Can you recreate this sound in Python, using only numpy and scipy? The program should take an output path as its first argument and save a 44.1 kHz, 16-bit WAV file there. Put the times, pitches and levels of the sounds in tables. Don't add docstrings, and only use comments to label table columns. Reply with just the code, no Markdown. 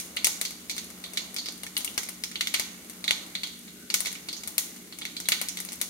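import sys
import numpy as np
from scipy import signal
from scipy.fft import rfft, irfft, next_fast_len
from scipy.io import wavfile

SR = 44100
rng = np.random.default_rng(int(sys.argv[2]) if len(sys.argv) > 2 else 0)


def amp(db):
    return 10 ** (np.asarray(db, float) / 20)


def write(x):
    x = np.atleast_2d(x).T
    wavfile.write(sys.argv[1], SR, np.round(np.clip(x, -1, 1) * 32767).astype(np.int16))


N = 259749

# (multiple of shaft rate, level [dB rms])
MOTOR_ORDERS = [(4, -71.5), (8, -72.5), (10, -56), (13, -61), (16, -65.5), (24, -71.5)]
# (frequency [Hz], density [dB per Hz])
FLAME_SPECTRUM = [(20, -50.5), (40, -19.5), (66, -17.5), (85, -11), (110, -21), (150, -11.5), (172, -8.5),
                  (200, 0), (260, -5), (330, -5), (370, -14.5), (440, -14), (520, -18.5), (700, -23.5),
                  (900, -34), (1300, -88.5)]
# (frequency [Hz], density [dB per Hz])
FIZZ_SPECTRUM = [(500, -1), (900, -1.5), (1500, 3), (2200, 1), (4000, -1), (6500, 2), (9000, 5),
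                 (12000, 4.5), (14000, -1.5), (16000, 2)]
# (time [s], level [dB])
SEETHING = [(0.0, -52.5), (0.31, -49.5), (0.51, -58), (1.03, -52.5), (1.212, -51), (1.67, -58), (1.9, -51),
            (2.29, -62), (2.56, -53), (2.85, -55), (3.251, -50.5), (3.53, -62), (3.85, -63), (4.05, -56.5),
            (4.64, -55), (4.9, -61), (5.41, -57.5), (5.89, -55.5)]
# (frequency [Hz], left-right likeness)
LIKENESS = [(60, 0.53), (150, 1), (380, 0.93), (950, 0.035), (2380, -0.02), (5980, -0.17), (15000, 0.89)]

# (time [s], peak [dB])
GUSTS = [
    (1.977, -43),
    (2.596, -45),
    (3.108, -39),
]
# (time [s], level [dB])
BOWL_HISS = [(.169, -44), (.451, -48), (.697, -51), (1.04, -43.5), (1.173, -43), (1.364, -51), (1.459, -48),
             (2.357, -43), (2.409, -44), (2.543, -42), (3.042, -47), (3.08, -34), (3.109, -36),
             (3.351, -36.5), (3.433, -36.5), (3.678, -53.5), (4.059, -38.5), (4.287, -51), (4.329, -55),
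             (5.053, -47), (5.167, -49), (5.255, -42.5), (5.32, -36)]
# (time [s], level [dB])
SPRAY = [(.697, -42), (.781, -48), (1.173, -40.5), (1.364, -43), (1.385, -48), (1.668, -59), (3.08, -50),
         (3.109, -39.5), (4.07, -40.5), (4.366, -44.5), (5.053, -52), (5.167, -53), (5.203, -55),
         (5.32, -46), (5.486, -51), (5.688, -52), (2.543, -48), (4.581, -44), (3.902, -44), (.245, -42)]
# (time [s], level [dB])
MIST = [(.245, -48), (.414, -52), (.697, -56), (1.767, -52), (1.777, -50), (1.846, -52), (1.978, -48),
        (2.237, -53), (2.471, -47), (2.597, -48), (3.109, -50), (3.902, -64), (3.942, -41), (4.005, -47),
        (4.476, -48), (4.581, -38), (5.202, -58), (5.287, -40), (5.32, -44), (5.415, -46), (5.603, -54),
        (5.814, -50)]
# (time [s], peak [dB], note [Hz], left-right difference [dB])
BLISTERS = [(0.169, -27, 2900, 0), (1.768, -25, 2900, -2), (1.877, -29.5, 2800, -4), (1.98, -28, 2900, 0),
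            (1.979, -29, 1600, 5), (2.41, -32, 2960, 0), (2.544, -26, 3200, 0), (3.903, -32, 2850, 0),
            (3.942, -31, 1480, 2), (4.154, -39, 3000, 0), (5.288, -28, 2850, 0), (5.416, -36, 3070, 0),
            (.698, -47, 2930, 0), (5.815, -36, 2900, 0), (5.487, -43, 3100, 0), (.27, -30, 2800, 0),
            (1.666, -36, 1800, 0), (3.08, -30, 1960, 0), (5.208, -40, 6000, 0), (3.942, -40, 1245, 0),
            (1.175, -44, 1200, 0), (5.322, -43, 1250, 0), (1.9, -43, 3550, 0), (1.769, -31, 4170, 0),
            (4.329, -30, 4900, 0), (3.353, -34, 3700, 0), (3.436, -28, 4380, 0), (.452, -29, 5000, 0),
            (2.597, -31, 2200, 0), (5.487, -31, 6800, 0), (5.487, -33, 10600, 4), (2.412, -28, 4300, 0),
            (.248, -21, 6600, -3), (2.357, -34, 4500, 0), (2.551, -28, 2900, 0), (4.005, -28, 11500, 4),
            (1.635, -37, 2850, 0), (3.08, -29, 3500, 0), (4.154, -42, 2300, 0)]

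# (time [s], level [dB])
SPARKS = [(0.2444, -26), (.4126, -32), (1.6332, -38), (1.7762, -30), (1.8455, -30), (1.9775, -30),
          (2.091, -36), (2.2364, -38), (2.411, -38), (2.596, -32), (2.8971, -38), (3.9403, -22),
          (4.0045, -25), (4.1162, -40), (4.4745, -30), (4.5802, -26), (4.986, -38), (5.2857, -27),
          (5.4135, -30), (5.813, -34)]
# (time [s], straight level [dB], room level [dB])
CLICKS = [(.2442, -21, -40), (.696, -34, -40), (1.3625, -23, -40), (1.384, -32, -40), (1.4577, -26, -40),
          (1.172, -21, -40), (2.2363, -24, -40), (3.041, -24, -40), (3.078, -22, -34), (4.0573, -22, -40),
          (4.3277, -28, -40), (5.0135, -25, -36), (5.031, -36, -30), (5.4853, -32, -32), (5.7293, -35, -38),
          (5.813, -39, -40), (1.155, -40, -24), (3.4025, -42, -40), (4.082, -29, -36), (5.207, -32, -38),
          (2.5505, -22, -36), (4.341, -36, -36), (1.854, -34, -40), (2.364, -32, -40), (2.481, -34, -40),
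          (3.158, -32, -40), (3.18, -32, -40), (3.2, -33, -40), (3.222, -36, -42), (3.234, -37, -42),
          (5.26, -36, -42), (5.3, -26, -38), (5.327, -24, -38), (5.35, -32, -40), (5.378, -34, -40),
          (2.413, -26, -38), (2.606, -32, -40), (1.772, -28, -40)]
# (time [s], peak [dB], cavity [Hz], room share [dB])
PODS = [(0.1695, -15, 2860, -5), (0.4504, -19.5, 4550, 3.5), (0.6958, -17, 4400, 1),
        (1.0395, -40, 3714, -1), (1.1742, -21, 4100, 5), (1.3628, -25.5, 4730, 5), (1.3843, -18.5, 4560, 6),
        (1.4581, -22, 4900, 6), (1.4855, -19.5, 4720, -11), (1.767, -20.5, 3040, 6),
        (1.876, -23, 2970, 3.5), (1.9774, -33, 3100, 4), (2.2368, -16.5, 5440, -1), (2.356, -18.5, 2980, 3),
        (2.4084, -14.5, 2950, -14), (2.4714, -16.5, 3340, -9), (2.5421, -17, 2960, 0),
        (3.041, -23, 4160, 1), (3.0784, -14.5, 3850, 4.5), (3.1078, -6.5, 3100, -13),
        (3.3513, -21.5, 4080, 3), (3.4331, -30, 4090, 0), (3.901, -18, 4580, -2), (4.0584, -34, 3890, 0),
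        (4.2867, -28, 4350, 10.5), (4.3281, -26.5, 4670, 9.5), (5.018, -26, 3420, 5),
        (5.1667, -19.5, 4330, 1), (5.2545, -35, 3810, 9), (5.3177, -20.5, 3880, 4)]

# (time [s], peak [dB], thump [dB], knock [dB], crack [dB], snap [dB])
EARLIER_POP = [
    (-.001, -18, -36, -11.5, -12, -7),
]
# (time [s], peak [dB], thump [dB], crack [dB], snap [dB])
CRISP = [(0.2442, -5, -32.5, -12.5, -12.5), (0.2685, -13, -18, -14, -9.5), (0.4125, -14, -22, -15.5, -11),
         (0.4508, -16, -29, -13.5, -18), (1.3631, -17, -24.5, -17, -21), (1.6332, -22, -15.5, -18, -12),
         (1.7762, -20, -23, -24, -3.5), (1.8456, -20.5, -25, -12, -4), (2.0868, -23, -18, -21, -13.5),
         (2.2364, -16, -26.5, -16, -15.5), (2.4704, -13, -29, -18, -20), (2.596, -12.5, -21, -14.5, -15),
         (3.9405, -7, -27.5, -14, -13), (4.004, -19.5, -18, -15, -5), (4.4743, -22, -18, -15, -6.5),
         (4.58, -9.5, -27, -15, -9.5), (5.2007, -25, -19, -10, -10.5), (5.2858, -10, -23, -16.5, -11),
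         (5.4138, -14.5, -18, -17.5, -12), (5.4848, -18, -46, -9.5, -13.5), (5.571, -17, -26, -20.5, -19),
         (5.6012, -22.5, -24, -14.5, -7.5), (5.813, -13, -23.5, -14.5, -10)]
# (time [s], peak [dB], thump [dB], knock [dB], top [dB])
MUFFLED = [(0.168, -9.5, -36, -14.5, -28), (.696, -16, -66, -11.5, -18), (0.7796, -14, -34.5, -17.5, -20),
           (1.0387, -19.5, -33.5, -15, -23.5), (1.172, -9.5, -37, -14, -22), (1.4578, -18.5, -27, -15, -22),
           (1.766, -11.5, -30.5, -24, -21.5), (1.9769, -11, -20.5, -13.5, -15),
           (2.3551, -20, -25, -28, -25), (2.4078, -7, -32, -14.5, -23), (2.5422, -5.5, -30, -12.5, -23),
           (3.041, -17.5, -21.5, -17.5, -20), (3.078, -13.5, -34, -8, -24), (3.1077, -7.5, -25, -14, -22),
           (3.351, -16.5, -30, -10, -24.5), (3.433, -10.5, -32.5, -20, -26.5),
           (3.901, -17, -24.5, -12.5, -19), (4.058, -13.5, -28, -12.5, -22), (4.069, -17, -23.5, -15, -17),
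           (4.2859, -17.5, -27, -18.5, -23.5), (4.924, -22, -26, -21.5, -31),
           (5.017, -19.5, -24.5, -17, -30), (5.0517, -16, -30.5, -10.5, -22.5),
           (5.1655, -18, -40, -23, -25), (5.319, -4, -29.5, -12, -23.5)]
# (time [s], peak [dB], knock [dB], snap [dB])
TICKS = [(0.765, -23.5, -13, -14.5), (.902, -33, -13, -9.5), (1.134, -27.5, -14, -9.5),
         (1.3423, -31, -20, -6), (1.3834, -30, -9, -9.5), (1.485, -20, -25, -22.5), (1.665, -26, -11, -17),
         (1.8055, -21, -16, -21), (1.875, -37, -21.5, -19.5), (1.942, -35, -18.5, -9.5),
         (2.0317, -24, -15, -11.5), (2.314, -26.5, -10, -19), (2.8971, -30, -10.5, -7),
         (3.59, -44, -25.5, -3), (3.677, -32.5, -12, -36), (4.127, -30.5, -14, -7), (4.152, -29, -3.5, -17),
         (4.3283, -23.5, -35, -17), (4.365, -30.5, -15, -20.5), (4.4342, -23.5, -16, -17.5),
         (4.7617, -33, -11.5, -13.5), (4.9861, -27.5, -19, -11), (5.2554, -32, -8, -16),
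         (5.6489, -31, -7.5, -5), (5.687, -23.5, -19, -21), (5.7195, -25, -12, -10), (5.73, -30, -20, -6)]
# (time [s], peak [dB], snap [dB])
MORE_TICKS = [(.164, -30.5, -5.5), (0.2631, -33.5, -17.5), (.507, -29, -12), (0.7118, -23, -16),
              (0.8425, -37.5, -3), (1.5224, -34.5, -9), (2.063, -35, -21), (3.088, -23, -22), (3.471, -26, -18),
              (4.049, -19, -22), (4.116, -32, -14.5), (5.5875, -23.5, -23.5), (5.756, -39.5, -2),
              (5.802, -31, -25.5), (2.539, -14, -13), (3.263, -38, -7), (1.578, -46, -1.5), (2.0912, -31, -3)]
PARTS_HZ = [900, 1500, 2300, 3300, 4600, 5100, 7200, 9000, 11000, 13000]
USUAL_DB = [-27, -17, -15.5, -14.5]

# (lag [s], strength)
PAN_ECHOES = [(.00022, 0.45), (.00048, 0.95), (.0008, .4), (.00115, 0.33)]
# (frequency [Hz], level [dB], t60 [s])
PAN_MODES = [(870, -52.5, 0.3), (1260, -69, 0.76), (1508, -56, 0.58), (1477, -53, 0.25), (1820, -58, 0.31)]
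# (frequency [Hz], early t60 [s], late t60 [s], late level [dB], tail level [dB])
TAIL = [(394, 0.16, 0.7, -9.5, -17.5), (1100, 0.091, 0.62, -8, -7), (2300, 0.05, 0.72, -13, -1),
        (3650, 0.062, 0.49, -6.5, -1), (7500, 0.045, 0.53, -12, 5.5), (11190, 0.048, 0.42, -9.5, 3),
        (16000, 0.03, 0.308, -8, 0.5)]
# (frequency [Hz], level [dB])
WALLS = [(1100, 0), (1450, -1), (1720, -6), (1820, 1), (2350, 0), (2600, -3), (3150, 0), (4650, 1),
         (4950, -1.5), (6500, 1.5), (7300, -1)]
# (frequency [Hz], left [dB], right [dB])
STRAIGHT = [(40, -15, -15.5), (326, -7, -27.5), (660.6, 9, 8.5), (1185, 10.5, -41), (1470, 12.5, -5.5),
            (2150, 7.5, 11), (2940, 10, 9), (3980, 8, 4.5), (6240, 10.5, 1.5), (9000, 11, 4),
            (11870, 10.5, 0), (13800, 7, -2), (15900, -6, 7)]
# (frequency [Hz], level [dB])
LEFT_PORT = [(60, 2.5), (200, -1), (1200, 0.5), (2200, 2.5), (4000, 8.5), (5200, 4), (6800, -2), (7400, 1),
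             (8400, 8.5), (9800, 4), (11300, 7.5), (13000, 3.5), (15700, 1), (16600, -9)]
# (frequency [Hz], level [dB])
RIGHT_PORT = [(60, -1), (200, -0.5), (1700, 4), (2150, 11), (4300, 8.5), (5200, 5.5), (6600, 10.5),
              (7400, 6), (8000, -33), (8600, -7.5), (9800, -5.5), (11200, -13.5), (15600, 4.5),
              (16600, -28)]
# (frequency [Hz], width [Hz], left [dB], right [dB])
BUMPS = [(194, 9.6, 0.5, -2), (342, 31, 0, 3.5), (365.5, 27, 3, -1), (405.3, 11, 5, 8.5),
         (924, 27.5, -2.5, -9), (1424, 100, 2, -1.5), (1677, 61, -3.5, -1.5), (2520, 89, -0.5, -8),
         (3177, 35, -13, -7.5), (3266, 40, 4.5, -2)]

FLIGHT_S = .001
PLACES = 5


def rms_one(x):
    return x / np.sqrt(np.mean(x ** 2) + 1e-20)


def at_hz(rows, hz):
    f, *columns = np.transpose(rows)
    log_hz = np.log(np.maximum(hz, 1))
    return np.array([np.interp(log_hz, np.log(f), column) for column in columns])


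def causal(db):
    cepstrum = irfft(db * np.log(10) / 20)
    half = cepstrum.shape[-1] // 2
    cepstrum[..., 1:half] *= 2
    cepstrum[..., half + 1:] = 0
    return irfft(np.exp(rfft(cepstrum)))


def through(x, response):
    return signal.fftconvolve(x, response, axes=-1)[..., :N]


def filtered(x, order, hz, kind):
    return signal.sosfilt(signal.butter(order, hz, kind, fs=SR, output="sos"), x)


def top_cut(x, hz):
    return signal.sosfilt(signal.ellip(10, .5, 70, hz, fs=SR, output="sos"), x)


def drift(rate, count):
    points = int(rate * N / SR) + 3
    knots = rng.standard_normal((count, points))
    position = np.arange(N) * rate / SR
    return np.array([np.interp(position, np.arange(points), k) for k in knots])


def coloured(white, spectrum):
    size = white.shape[-1]
    hz = np.fft.rfftfreq(size, 1 / SR)
    mid, side = rfft(white)
    alike = np.clip(at_hz(LIKENESS, hz), -1, 1)
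    both = np.sqrt(1 + alike) * mid + np.sqrt(1 - alike) * side * [[1], [-1]]
    return rms_one(irfft(both * amp(at_hz(spectrum, hz)), size)[:, :N])


def motor():
    shaft_hz = 18.24
    turn = 2 * np.pi * shaft_hz * np.arange(N) / SR
    wander = 1.1 * drift(4.0, count=len(MOTOR_ORDERS))
    swell = amp(2.8 * drift(7.0, count=len(MOTOR_ORDERS)))
    hum = np.zeros(N)
    for (multiple, db), gain, phase in zip(MOTOR_ORDERS, swell, wander):
        hum += np.sqrt(2) * amp(db) * gain * np.sin(round(multiple) * turn + phase)
    return hum


def flame():
    flicker_db = .8 * drift(9.0, count=1)
    roar = coloured(rng.standard_normal((2, next_fast_len(N))), FLAME_SPECTRUM)
    return amp(-53 + flicker_db) * roar


def oil():
    bubbles_per_s, seethe_hz = 600, 1224
    size = next_fast_len(N)
    bubble_size = np.minimum(rng.exponential(1, size), 3)
    grains = (rng.random(size) < bubbles_per_s / SR) * amp(5.0 * bubble_size)
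    crackle = signal.lfilter([1], [1, -.985], grains)
    bed = rng.standard_normal((2, size)) * (1 + 0.095 * crackle)
    hiss = coloured(bed, [(200, -31)] + FIZZ_SPECTRUM)
    low = signal.sosfiltfilt(signal.butter(3, seethe_hz, fs=SR, output="sos"), hiss)
    s, level_db = np.transpose(SEETHING)
    swell_db = np.interp(np.arange(N) / SR, s, level_db) + 65.0
    return amp(-52) * (amp(0.1 * swell_db) * (hiss - low) + amp(swell_db) * low)


def whistle():
    middle_s, length_s, hz, width_hz = 3.83, 0.05, 1500, 200
    b, a = signal.iirpeak(hz, hz / width_hz, fs=SR)
    once = signal.lfilter(b, a, rng.standard_normal(N))
    tone = rms_one(signal.lfilter(b, a, once))
    return amp(-61) * tone * np.exp(-.5 * ((np.arange(N) / SR - middle_s) / length_s) ** 2)


def gusts():
    rise_s, gain_db, right_db, rumble_cut_hz = 0.00059, 7, -22, 43
    t = np.arange(N) / SR
    push = np.zeros(N)
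    for s, db in GUSTS:
        u = np.clip((t - s) / rise_s, 0, 50)
        push += amp(db + gain_db) * np.e * u * np.exp(-u)
    return filtered(push, 2, rumble_cut_hz, "high") * amp(np.array([[0], [right_db]]))


def struck_hiss(rows, low_hz, high_hz):
    t60_s, late_t60_s, late_db = 0.083, 0.48, -4.5
    grain_db = 2.5
    s, db = np.transpose(rows)
    t = np.arange(SR // 2) / SR
    blows = np.zeros(N)
    blows[(s * SR).astype(int)] = amp(2 * db)
    decay = amp(-60 * t / t60_s) + amp(late_db - 60 * t / late_t60_s)
    power = through(blows, decay ** 2)
    lumps = np.repeat(rng.standard_normal(N // 60 + 1), 60)[:N]
    grainy = 2 * rng.standard_normal((2, N)) * amp(grain_db * lumps - .4)
    band = signal.cheby1(7, 1, [low_hz, high_hz], "band", fs=SR, output="sos")
    return signal.sosfilt(band, grainy * np.sqrt(np.maximum(power, 0)))


def blisters():
    cycles, rise_s, length = 65, 0.00045, 2048
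    t = np.arange(length) / SR
    out = np.zeros((2, N + length))
    for s, db, hz, pan_db in BLISTERS:
        envelope = amp(db - 60 * t * hz / cycles) * (1 - np.exp(-t / rise_s))
        note = np.sin(2 * np.pi * hz * t) * envelope
        sides = amp(np.array([[.5], [-.5]]) * pan_db) * [[1], [.5]]
        at = round(s * SR)
        out[:, at:at + length] += note * sides
    return out[:, :N]


def sparks():
    s, db = np.transpose(SPARKS)
    out = np.zeros(N)
    out[np.round((s + FLIGHT_S) * SR).astype(int)] = amp(db)
    return filtered(out + 1e-18, 3, 11500, "high")


def clicks():
    out = np.zeros((PLACES + 1, N))
    for k, (s, straight_db, room_db) in enumerate(CLICKS):
        at = round((s + FLIGHT_S) * SR)
        out[[0, 1 + k % PLACES], at] = amp(np.array([straight_db, room_db]))
    out = filtered(out + 1e-18, 2, [1900, 7500], "band")
    return out[0], out[1:]


def pods():
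    gain_db, width_hz = -11, 560
    t = np.arange(256) / SR
    near, far = np.zeros(N + 512), np.zeros((PLACES, N + 512))
    for k, (s, peak_db, cavity_hz, room_db) in enumerate(PODS):
        decay = np.exp(-np.pi * width_hz * t)
        ring = amp(peak_db + gain_db) * np.sin(2 * np.pi * cavity_hz * t) * decay
        at = round((s + FLIGHT_S) * SR)
        near[at:at + 256] += ring
        far[k % PLACES, at:at + 256] += ring * amp(room_db)
    return near[:N], far[:, :N]


def pan(blows):
    t = np.arange(SR) / SR
    modes = sum(amp(db - 60 * t / t60) * np.sin(2 * np.pi * hz * t) for hz, db, t60 in PAN_MODES)
    return through(blows, modes)


def kitchen():
    start_s = 0.00186
    t = np.arange(SR // 2) / SR
    white = rng.standard_normal((2, PLACES, 2, len(t)))
    lumps = np.repeat(rng.standard_normal((PLACES, 1, len(t) // 30)), 30, axis=2)
    rattle = amp(2.0 * lumps * np.exp(-t / .03))
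    out = np.zeros((PLACES, 2, len(t)))
    edges = np.geomspace(200, 18000, 14)
    for k, (low, high) in enumerate(zip(edges, edges[1:])):
        early, late, late_db, tail_db = at_hz(TAIL, np.sqrt(low * high))
        band = filtered(white[k % 2], 2, [low, high], "band")
        out += band * amp(tail_db) * (amp(-60 * t / early) + amp(late_db - 60 * t / late))
    onset = np.clip((t - start_s) / 0.000084 + 1, .1, 1) * (t > .0003)
    return amp(-21) * out * rattle * onset


def all_bursts():
    def small(s, db, thump, knock, snap):
        return s, db, thump, knock, -11 + 0.24 * snap, snap

    crisp = [(s, db, thump, -15.5, crack, snap) for s, db, thump, crack, snap in CRISP]
    muffled = [(s, db, thump, knock, top + 1, top - 1) for s, db, thump, knock, top in MUFFLED]
    ticks = [small(s, db, -21.5, knock, snap) for s, db, knock, snap in TICKS]
    more_ticks = [small(s, db, -22, -18, snap) for s, db, snap in MORE_TICKS]
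    return EARLIER_POP + crisp + muffled + ticks + more_ticks


def bursts():
    core_db, air_db = -1.5, -2.5
    shade, straight_shade = 0.065, 0.059
    room_patches = .3
    rows = all_bursts()
    hz = np.fft.rfftfreq(256, 1 / SR)
    lags, strengths = np.transpose(PAN_ECHOES)
    luck = rng.standard_normal((len(rows), 2, len(lags)))
    patches_db = 1.5 * np.repeat(rng.standard_normal((len(rows), 43)), 3, axis=1)
    near = np.zeros(N + 512)
    far = np.zeros((PLACES + 1, N + 512))
    for k, (s, peak_db, *parts_db) in enumerate(rows):
        earlier = k < len(EARLIER_POP)
        thump, knock, crack, snap = np.array(parts_db) - USUAL_DB
        colour = [thump, (thump + knock) / 2, knock, core_db, core_db,
                  crack, crack, snap, snap, snap + air_db]
        smooth_db = peak_db - 2.5 + at_hz(np.transpose([PARTS_HZ, colour]), hz)[0]
        uneven_db = patches_db[k] * (hz > 1500)
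        puff, mixed = causal(smooth_db + np.outer([1, room_patches], uneven_db))
        echoes = np.zeros(100)
        delays = np.clip(lags * SR * (1 + .12 * luck[k, 0]), 1, 99).astype(int)
        echoes[delays] = strengths * amp(2.77 * luck[k, 1])
        echoes[0] = 1
        at = round((s + FLIGHT_S) * SR)
        if not earlier:
            near[at:at + 355] += np.convolve(puff, echoes) * amp(straight_shade * min(snap, 0))
        place = -1 if earlier else k % PLACES
        far[place, at:at + 256] += mixed * amp(6.5 - shade * snap)
    return near[:N], far[:, :N]


def seeds():
    right_lag_s, earlier_by_s = .00015, .006
    near, far = bursts()
    pod_near, pod_far = pods()
    click_near, click_far = clicks()
    spark = sparks()
    hz = np.fft.rfftfreq(1024, 1 / SR)
    paths = causal(at_hz(STRAIGHT, hz))
    paths[1] = np.roll(paths[1], round(right_lag_s * SR))
    straight = through((near + pod_near + click_near + spark)[None], paths)
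    room = through(kitchen(), causal(at_hz(WALLS, hz))[None])
    into_room = far[:-1] + pod_far + click_far + amp(-3) * spark
    scattered = through(into_room[:, None], room).sum(0) + pan(far.sum(0))
    scattered += through(far[-1:], room[0, :, round(earlier_by_s * SR):])
    return straight, scattered


def scene():
    straight, scattered = seeds()
    background = motor() + flame() + oil() + whistle()
    steam = gusts() + blisters()
    steam += struck_hiss(BOWL_HISS, low_hz=3160, high_hz=4580)
    steam += struck_hiss(SPRAY, low_hz=5280, high_hz=7200)
    steam += struck_hiss(MIST, low_hz=11800, high_hz=15700)
    return top_cut(straight, 16900) + top_cut(scattered + background + steam, 15900)


def band_limit(x):
    return signal.sosfilt(signal.butter(12, 16970, fs=SR, output="sos"), x)


def record(dry):
    hz = np.fft.rfftfreq(8192, 1 / SR)
    colour = np.vstack([at_hz(LEFT_PORT, hz), at_hz(RIGHT_PORT, hz)])
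    for centre, width, *sides_db in BUMPS:
        colour += np.outer(sides_db, np.exp(-.5 * ((hz - centre) / width) ** 2))
    mix = np.clip(through(dry, causal(colour)), -1, 1)
    return band_limit(mix)


dry = scene()
out = record(dry)
write(out)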